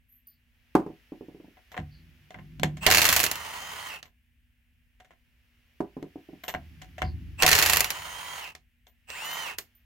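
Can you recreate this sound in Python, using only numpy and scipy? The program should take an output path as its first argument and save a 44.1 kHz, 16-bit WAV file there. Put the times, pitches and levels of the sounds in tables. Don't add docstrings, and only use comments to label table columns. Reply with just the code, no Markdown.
import sys
import numpy as np
from scipy import signal
from scipy.fft import rfft, irfft, next_fast_len
from scipy.io import wavfile
from scipy.ndimage import uniform_filter1d

SR = 44100
rng = np.random.default_rng(int(sys.argv[2]) if len(sys.argv) > 2 else 0)


def waveform_to_disk(signal):
    frames = np.transpose(np.atleast_2d(signal))
    scaled = np.clip(frames, -1, 1) * 32767
    samples = np.round(scaled).astype(np.int16)
    wavfile.write(sys.argv[1], SR, samples)


N = 434385
TIME_S = np.arange(N) / SR


# pressed_s, free_s, let_go_s, target_mesh_hz, rel_db, strain_db, gear_tones_db
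PULLS = [(2.80, 3.2, 3.885, 3220, -38.5, 7.5, -3.5), (7.373, 7.78, 8.41, 3274, -39, 9.5, -2.5),
         (9.065, 9.145, 9.44, 3285, -36, -6, 0)]
SHAFT_ORDERS = [4, 6, 8, 9, 12, 13, 16, 18, 21, 26, 39]
ORDER_LEVELS = [-18.5, -23.5, -20.5, -23.5, -27.5, -10.5, -22, -22, -24.5, -18, -21.5]
# freq_hz, rel_db
GEAR_NOISE = [(59, -39), (100, -14.5), (343, -16.5), (991, 2.5), (1650, -4), (2080, 0.5), (2420, -6.5),
              (3050, -0.5), (3400, -9), (7140, -14), (8280, -16.5), (9020, -19.5), (10900, -17.5),
              (13200, -18), (16000, -17.5)]
# freq_hz, half_width_hz, boost_db
HOUSING = [(930, 130, -7), (1930, 280, 3), (2674, 120, 3.5)]
# first_s, last_s, middle_early_s, first_peak_rel_db, last_peak_rel_db, last_rattle_db
BURSTS = [(2.911, 3.238, .0045, -5.5, -8.5, -6.5), (7.477, 7.805, -.0007, -7.5, -7.5, -16.5)]
# delay_s, tight_db, loose_db (both re blow), rattle_db
REBOUNDS = [(-.009, -8.5, -10, -19), (0.0114, -3.5, -17, -8.5)]
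# start_s, peak_rel_db, treble_db
CLACKS = [(2.864, -3, -14), (2.901, -11, -10), (2.971, -8, -7.5), (3.263, -14.5, -7.5),
          (3.313, -14.5, -4.5), (3.355, -25, -5), (4.027, -33, -30), (7.422, -7, -10.5), (7.431, -7, -25),
          (7.463, -4.5, -7.5), (7.49, -10, -4.5), (7.529, -4.5, -15), (7.843, -14.5, -7.5),
          (7.903, -15.5, -7), (8.55, -34.5, -16.5), (9.101, -29, -16), (9.584, -20.5, -5.5)]
# freq_hz, rel_db
STEEL = [(35, -33), (60, -11.5), (172, -22.5), (354, -14), (417, -12), (715, -6.5), (785, -5.5),
         (1010, -7.5), (1220, -5), (1950, 0), (3850, -6), (7230, -3.5), (9130, -7.5), (12700, -1.5),
         (16000, -9)]
# freq_hz, width_hz, rel_db
ANVIL = [(755.6, 25, -12), (1126, 45, -1.5), (1930, 260, -5), (2860, 79, -3), (4364, 110, 3.5),
         (5200, 97, -6), (7170, 490, 8.5)]
# start_s, peak_rel_db, treble_db, rattle_db
CLINKS = [(1.568, -50.5, -32, 7), (1.717, -43, -5.5, -3), (1.741, -36, -30, 14), (1.765, -33, -21, 12),
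          (1.776, -26.5, -17.5, -7), (2.305, -39, -10, -6.5), (2.342, -37, -33.5, 8), (2.596, -33, -2, -16),
          (2.632, -12, -6.5, -11.5), (2.769, -39.5, 9, -0.5), (2.386, -43, -30, -4), (4.055, -48, -6, -3),
          (5.0, -48, -8.5, -3), (5.046, -53.5, -7, 4.5), (5.106, -48, -16, 0), (6.026, -42, 10, -16),
          (6.436, -32.5, -4.5, 1), (6.48, -26, 3, 2), (6.493, -29, -5, -12), (6.539, -25.5, -15, -11),
          (6.547, -21.5, -28, -18.5), (6.816, -39.5, -3, 17), (6.98, -32.5, -13, 15),
          (7.018, -18.5, -17, -8), (8.867, -49.5, 2.5, 9)]
# freq_hz, rel_db
SOCKET = [(88, -26.5), (150, -13), (309, -11), (759, 0.5), (1240, -5), (2100, 1), (2450, -9.5), (3100, -6),
          (4760, -20), (7040, -16.5), (10800, -34), (13400, -23.5), (16000, -43)]
# freq_hz, width_hz, rel_db
HUB = [(751, 34, -1), (1060, 60, -8), (1790, 190, -11.5), (2030, 93, -11.5), (2750, 64, -10.5),
       (4240, 25, -22.5), (5720, 58, -19)]
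# start_s, length_s, rel_db
GROANS = [(2.862, 0.03, -22.5), (7.421, 0.035, -23.5)]
# start_s, rel_db, low_modes_db
SHOVES = [(1.785, -31.5, -1), (2.633, -23, -8.5), (2.865, -32, -4), (6.551, -39, 1.5), (7.023, -31.5, 6),
          (7.426, -33.5, -8.5)]
# start_s, length_s, rel_db, low_modes_db
LEANS = [(1.76, 0.33, -54, 2.5), (2.31, .27, -47.5, -3), (2.56, 0.079, -36.5, -9), (3.2, 0.51, -58, 5),
         (6.52, 0.56, -49, 2.5), (7.0, 0.12, -37, 3.5), (7.7, 0.48, -58, 5)]
# freq_hz, t60_s, rel_db
TYRE = [(56, 0.48, -5.5), (77.5, .55, -3), (102, .45, -7), (145.5, 0.36, 0), (182.7, 0.2, -4.5),
        (241.2, 0.28, -9), (311, 0.19, -10.5)]
# start_s, peak_rel_db
KNOCKS = [(0.751, -8.5), (0.796, -26), (0.863, -29), (0.901, -37.5), (5.804, -21), (5.967, -31),
          (6.026, -32), (6.04, -35.5), (6.157, -34), (6.288, -41), (6.331, -39)]
# peak_rel_db, treble_db
HARDNESS = [(-41, -38), (-29.5, -13), (-7, -1.5)]
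# freq_hz, rel_db
WOOD = [(20, -31), (90, -16.5), (200, -4), (310, 6), (520, -3.5), (950, -3.5), (1400, -17), (3500, -36),
        (16000, -45)]
# freq_hz, width_hz, rel_db
BOARD = [(283, 40, -2.5), (331.5, 33, -4), (396.7, 32, 2), (570, 22, -6.5), (736, 22, -1), (1013, 18, -9.5)]
# start_s, rel_db
PINGS = [(0.271, -45), (1.718, -62), (4.05, -65), (6.436, -47), (6.48, -38), (8.88, -61), (9.25, -41),
         (9.3, -42), (9.33, -38), (9.582, -44), (9.752, -56)]
# start_s, length_s, start_hz, end_hz, level_db
CHIRPS = [(0.081, .17, 11900, 12300, -64.5), (0.26, 0.15, 4740, 4430, -77),
          (1.901, 0.15, 4550, 4320, -69.5), (7.022, 0.13, 4760, 4340, -59.5)]
# freq_hz, rel_db
AIR = [(15, -42.5), (25, -15), (59, 1), (185, -24), (249, -19), (354, -43), (1190, -49.5), (1700, -28),
       (2840, -27.5), (3920, -43.5), (4610, -50), (16000, -40.5)]
# freq_hz, rel_db
HISS = [(450, -10), (1150, -12), (1800, -2), (2900, -2), (3800, -11.5), (5500, -14), (8500, -25.5),
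        (12000, -17), (16000, -19.5)]
# start_s, rise_s, end_s, level_db
HISS_SWELLS = [(.2, 0.67, 3.7, -67.5), (4.5, 1.98, 8.1, -64.5), (8.8, 0.35, 9.8, -77.5)]
# freq_hz, correlation
LIKENESS = [(25, .6), (120, .96), (300, .95), (600, .8), (2000, .35), (4000, .3), (8000, .48)]
# freq_hz, lag_rad
PHASE_LAG = [(200, 0), (1000, 1.1), (2200, 0.73), (4500, 0.73), (8000, 0.013)]

TEETH, POLE_PAIRS, SWITCH_HZ = 13, 4, 7912
SPIN_S, HELD_SHARE, CREEP_SHARE, CREEP_S = .048, .66, .115, .3
EASE_S, EASE_SHARE, BRAKE_S, BRAKE_CURVE = .06, .04, .14, 1.35
ONSET_S, STRAIN_LAG_S, STRAIN_FADE_S = .03, .05, .033
NOMINAL_BLOWS_PER_S = 27.4
TIGHT_TREBLE_DB, LOOSE_TREBLE_DB, TIGHT_RATTLE_DB = -11.5, -4, -.5
BLOW_SCATTER_DB, REBOUND_SCATTER_DB, REBOUND_STRAY_S = 1.3, 2.6, .0009
CLACK_RATTLE_DB = -12.5
LEAN_ATTACK_S, LEAN_RELEASE_S, SHAKE_REL_DB = .047, .23, -23.5
SETTLE_S, SETTLE_REL_DB, FIRST_GAP_S, GAP_RATIO, BOUNCE_LOSS_DB = 1.12, -33, .089, .84, 2.5
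KNOCK_RATTLE_DB = -6
NUT_HZ, NUT_T60_S = 13530, .16
AIR_DB, HISS_DB, HISS_DROP_S = -66.5, -81.5, .066
HUM_HZ, HUM_DB = 240, -79.5
EDGE_HZ = 16100


def hammer():
    rows = [(s, db, treble_db, CLACK_RATTLE_DB) for s, db, treble_db in CLACKS]
    for first, last, early_s, first_db, last_db, last_rattle_db in BURSTS:
        count = round((last - first) * NOMINAL_BLOWS_PER_S) + 1
        for loose in np.linspace(0, 1, count):
            s = first + (last - first) * loose - early_s * np.sin(np.pi * loose)
            db = first_db + (last_db - first_db) * loose
            treble_db = TIGHT_TREBLE_DB + (LOOSE_TREBLE_DB - TIGHT_TREBLE_DB) * loose
            rattle_db = TIGHT_RATTLE_DB + (last_rattle_db - TIGHT_RATTLE_DB) * loose ** 3
            rows.append((s, db + BLOW_SCATTER_DB * rng.normal(), treble_db, rattle_db))
            for delay_s, tight_db, loose_db, after_db in REBOUNDS:
                softer_db = tight_db + (loose_db - tight_db) * loose
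                softer_db += REBOUND_SCATTER_DB * rng.normal()
                start_s = s + delay_s + REBOUND_STRAY_S * rng.normal()
                rows.append((start_s, db + softer_db, treble_db, after_db))
    return rows


def strikes(rows, spectrum, modes, split_hz, crack_s, rattle_s, grain, ring_db, push_db, rise_s, size=14000):
    out, t = np.zeros((2, N)), np.arange(size) / SR
    body = ringing(modes)
    low_pass = signal.butter(2, min(split_hz, SR / 3), fs=SR)
    upper = np.fft.rfftfreq(size, 1 / SR) > split_hz
    for s, db, treble_db, rattle_db in rows:
        slow_noise = unit(uniform_filter1d(rng.standard_normal(size), size=60))
        chatter = unit(np.exp(grain * slow_noise))
        since = np.maximum(t - rise_s, 0)
        crack = np.exp(-since / crack_s)
        rattle = amp(rattle_db) * chatter * np.exp(-since / rattle_s)
        force = noise(size) * (crack + rattle)
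        force *= np.minimum(t / rise_s, 1) ** 3
        force += amp(push_db) * np.sin(np.pi * np.minimum(t / rise_s / 2, 1)) ** 2
        ring = signal.fftconvolve(force, body, axes=1)[:, :size]
        hit = colour(force, spectrum) + amp(ring_db) * ring
        power = (abs(rfft(hit)) ** 2).sum(0)
        treble_share = np.sqrt(power[upper].sum() / power.sum())
        lift = np.clip(amp(treble_db) / treble_share, .15, 2.5)
        low = signal.filtfilt(*low_pass, hit)
        hit = low + lift * (hit - low)
        peak = np.sqrt(uniform_filter1d((hit ** 2).mean(0), size=130).max())
        add(out, s, amp(db) * hit / peak)
    return out


def throttle(pressed, free, let_go, target_hz, db, strain_db):
    t = np.arange(pressed, let_go + BRAKE_S, 1 / SR)
    held = HELD_SHARE * (1 - np.exp(-(t - pressed) / SPIN_S))
    running_s = np.maximum(t - free, 0)
    speed = 1 - (1 - held) * np.exp(-running_s / SPIN_S)
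    speed *= 1 - CREEP_SHARE * np.exp(-running_s / CREEP_S)
    easing = np.clip(1 + (t - let_go) / EASE_S, 0, 1)
    braking = np.clip((t - let_go) / BRAKE_S, 0, 1)
    speed *= (1 - EASE_SHARE * easing) * (1 - braking ** BRAKE_CURVE)
    strain = 1 / (1 + np.exp((t - free - STRAIN_LAG_S) / STRAIN_FADE_S))
    gate = np.minimum((t - pressed) / ONSET_S, 1) ** 2 * (1 - braking ** 3) ** 2
    return t, target_hz * np.maximum(speed, 0), gate * amp(db + strain_db * strain)


def motor(t, mesh_hz, gain, whine_db, whir_db=-2, switch_db=-19, load_db=-5.5, wobble=.0035, judder=.025,
          throb=.26, fading=.51):
    size = len(t)
    shaft_hz = mesh_hz / TEETH
    speed = shaft_hz / shaft_hz.max()
    load = np.clip(4 * (1 - speed), 0, 1)
    flutter = unit(uniform_filter1d(rng.standard_normal(size), size=300))
    angle = 2 * np.pi * np.cumsum(shaft_hz * (1 + (wobble + judder * load ** 2) * flutter)) / SR

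    def fade():
        knots = np.linspace(t[0], t[-1], 20)
        return 1 + fading * np.array([np.interp(t, knots, rng.standard_normal(20)) for channel in range(2)])

    def tone(phase):
        return np.sqrt(2) * fade() * np.sin(phase + rng.uniform(0, np.pi / 2, (2, 1)))

    def boost(hz):
        return 1 + sum(amp(db) / (1 + ((hz - centre) / width) ** 2) for centre, width, db in HOUSING)

    gears = sum(amp(db) * boost(k * shaft_hz) * tone(k * angle) for k, db in zip(SHAFT_ORDERS, ORDER_LEVELS))
    carrier = 2 * np.pi * SWITCH_HZ * t
    field = POLE_PAIRS * 2 * np.pi * np.cumsum(shaft_hz) / SR
    trigger = uniform_filter1d(1. * ((t < t[speed.argmax()]) | (speed > .96)), size=900)
    whistle = trigger * (tone(carrier + field) + 1.4 * tone(carrier - field) + .5 * tone(2 * carrier - field))
    whir = noise(size, GEAR_NOISE) * unit((1 + throb * np.sin(angle)) * np.exp(.2 * flutter))
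    centre, width, _ = HOUSING[-1]
    band = signal.butter(2, [centre - width, centre + width], "band", fs=SR)
    rattle = unit(signal.lfilter(*band, noise(size)))
    whine = amp(whine_db) * (gears * speed + amp(switch_db) * whistle)
    sound = amp(whir_db) * whir * np.sqrt(speed) + whine + amp(load_db) * load * rattle
    return t[0], sound * gain


def groans(slip_hz=370, jitter=.5, scrape_db=-3, size=8000):
    out, t = np.zeros((2, N)), np.arange(size) / SR
    for s, length, db in GROANS:
        drift = uniform_filter1d(rng.standard_normal(size), size=200) * np.sqrt(200) / 2
        turns = np.cumsum(slip_hz * (1 + jitter * drift)) / SR
        slips = np.diff(np.floor(turns), prepend=0) * (t < length) * np.ones((2, 1))
        ring = signal.fftconvolve(slips, ringing(HUB), axes=1)[:, :size]
        sound = ring + amp(scrape_db) * colour(slips, SOCKET)
        add(out, s, amp(db) * sound / sound[:, t < length].std())
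    return out


def tyre(blows, size=30000):
    t, out = np.arange(size) / SR, np.zeros((2, N))
    settled = t + .006 * (1 - np.exp(-t / .021))

    def boom(low_db):
        return sum(amp(db + low_db * (hz < 110) - 60 * t / t60)
                   * np.sin(2 * np.pi * (hz * settled + rng.random())) for hz, t60, db in TYRE)

    for s, db, low_db in SHOVES:
        add(out, s, amp(db) * boom(low_db) * (1 - np.exp(-t / .0074)))
    rub = noise(next_fast_len(N))[:, :N]

    def rumble(low_db):
        response = boom(low_db) * t * np.exp(-t / .082)
        return unit(signal.oaconvolve(rub, response[None], axes=1)[:, :N])

    for s, length, db, low_db in LEANS:
        out += amp(db) * swell(s, LEAN_ATTACK_S, s + length, LEAN_RELEASE_S) * rumble(low_db)
    shake = np.sqrt(abs(uniform_filter1d((blows ** 2).mean(0), size=4000)))
    return out + amp(SHAKE_REL_DB) * shake * rumble(3)


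def landings(count=7):
    bounces = []
    for k in range(count):
        s = SETTLE_S + FIRST_GAP_S * (1 - GAP_RATIO ** k) / (1 - GAP_RATIO)
        bounces.append((s, SETTLE_REL_DB - BOUNCE_LOSS_DB * k))
    return [(s, db, np.interp(db, *np.transpose(HARDNESS)), KNOCK_RATTLE_DB) for s, db in KNOCKS + bounces]


def pings(size=16000):
    t, out = np.arange(size) / SR, np.zeros((2, N))
    for s, db in PINGS:
        add(out, s, amp(db - 60 * t / NUT_T60_S) * np.sin(2 * np.pi * NUT_HZ * t))
    return out


def outdoors():
    hiss_gain = amp(HISS_DB)
    hiss_gain = hiss_gain + sum(amp(db) * swell(s, rise_s, end, HISS_DROP_S) for s, rise_s, end, db in HISS_SWELLS)
    out = amp(AIR_DB) * noise(N, AIR) + hiss_gain * noise(N, HISS)
    out += amp(HUM_DB) * np.sqrt(2) * np.sin(2 * np.pi * HUM_HZ * TIME_S)
    for s, length, start_hz, end_hz, db in CHIRPS:
        u = np.linspace(0, 1, round(length * SR))
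        blur = signal.lfilter(*signal.butter(2, 260, fs=SR), noise(len(u)))
        glide = np.sin(2 * np.pi * np.cumsum(start_hz + (end_hz - start_hz) * u) / SR)
        add(out, s, amp(db) * unit(blur * glide * u * (1 - u) ** 2))
    return out


def driveway(x, t60_s=.19, size=20000):
    t = np.arange(size) / SR
    spectrum = [(100, 9.5), (3000, -8.0), (7000, -10.0), (16000, -9.5)]  # freq_hz, rel_db
    tail = noise(size, spectrum) * amp(-60 * t / t60_s) * (t > .006)
    return signal.fftconvolve(x, tail / np.linalg.norm(tail[0]), axes=1)[:, :N]


def rightward(x, left_db=-3):
    size = next_fast_len(N + 2000)
    z = rfft(x, size)
    z[0] *= np.exp(-1j * read(PHASE_LAG, np.fft.rfftfreq(size, 1 / SR)))
    return irfft(z, size)[:, :N] * pan(left_db)


def amp(db):
    return 10 ** (np.asarray(db) / 20)


def unit(x):
    return x / np.sqrt(np.mean(x ** 2) + 1e-20)


def read(points, hz):
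    f, value = np.transpose(points)
    return np.interp(np.log(hz + 1), np.log(f + 1), value)


def add(mix, s, sound):
    part = mix[:, max(round(s * SR), 0):][:, :sound.shape[-1]]
    part += sound[..., :part.shape[1]]


def pan(left_db):
    return amp(np.array([[left_db], [-left_db]]) / 2)


def swell(start, rise_s, end, fall_s):
    return np.clip((TIME_S - start) / rise_s, 0, 1) ** 2 * np.exp(-np.maximum(TIME_S - end, 0) / fall_s)


def noise(size, spectrum=None):
    hz = np.fft.rfftfreq(size, 1 / SR)
    mid, side = rfft(rng.standard_normal((2, size)))
    same = np.clip(read(LIKENESS, hz), -1, 1)
    z = mid * np.sqrt(1 + same) + np.array([[1], [-1]]) * side * np.sqrt(1 - same)
    gain = amp(read(spectrum, hz)) if spectrum else 1
    return unit(irfft(z * gain, size))


def colour(x, spectrum, size=4096):
    log_gain = np.log(amp(read(spectrum, abs(np.fft.fftfreq(size, 1 / SR)))))
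    taps = np.fft.ifft(np.exp(np.conj(signal.hilbert(log_gain)))).real[:size // 2]
    return signal.fftconvolve(x, taps[None] / np.linalg.norm(taps), axes=1)[:, :x.shape[1]]


def ringing(modes, size=12000):
    t, ring = np.arange(size) / SR, 0
    for hz, width, db in modes:
        phase = rng.normal(size=(2, 1)) * min(hz / 2000, 2)
        ring = ring + amp(db) * np.exp(-np.pi * abs(width) * t) * np.sin(2 * np.pi * hz * t + phase)
    return ring / np.linalg.norm(ring[0])


def scene():
    blows = amp(-6.0) * strikes(hammer(), STEEL, ANVIL, split_hz=6000, crack_s=.0025, rattle_s=.018,
                                grain=.13, ring_db=-13.5, push_db=-12.5, rise_s=.0013)
    whir = np.zeros((2, N))
    for *pull, whine_db in PULLS:
        add(whir, *motor(*throttle(*pull), whine_db))
    clinks = strikes(CLINKS, SOCKET, HUB, split_hz=3000, crack_s=.0013, rattle_s=.016,
                     grain=.47, ring_db=-4.5, push_db=-9.5, rise_s=.0012)
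    wheel = clinks * amp(-3.5) + groans()
    nuts = strikes(landings(), WOOD, BOARD, split_hz=646, crack_s=.0048, rattle_s=.022,
                   grain=.28, ring_db=-14.5, push_db=-1.5, rise_s=.0011)
    tool = rightward(blows + amp(1.0) * whir, left_db=-2.5)
    near = tool + wheel * pan(-.6) + nuts * pan(-1.5) + pings()
    return near + amp(-15.0) * driveway(near) + tyre(blows) * pan(-.8) + outdoors()


def record(dry):
    rounded = 1.2 * np.tanh(dry / 1.2)
    taps = signal.firwin(401, EDGE_HZ, window=("kaiser", 8), fs=SR)
    return signal.oaconvolve(rounded, taps[None], "same")


dry = scene()
out = record(dry)
waveform_to_disk(out)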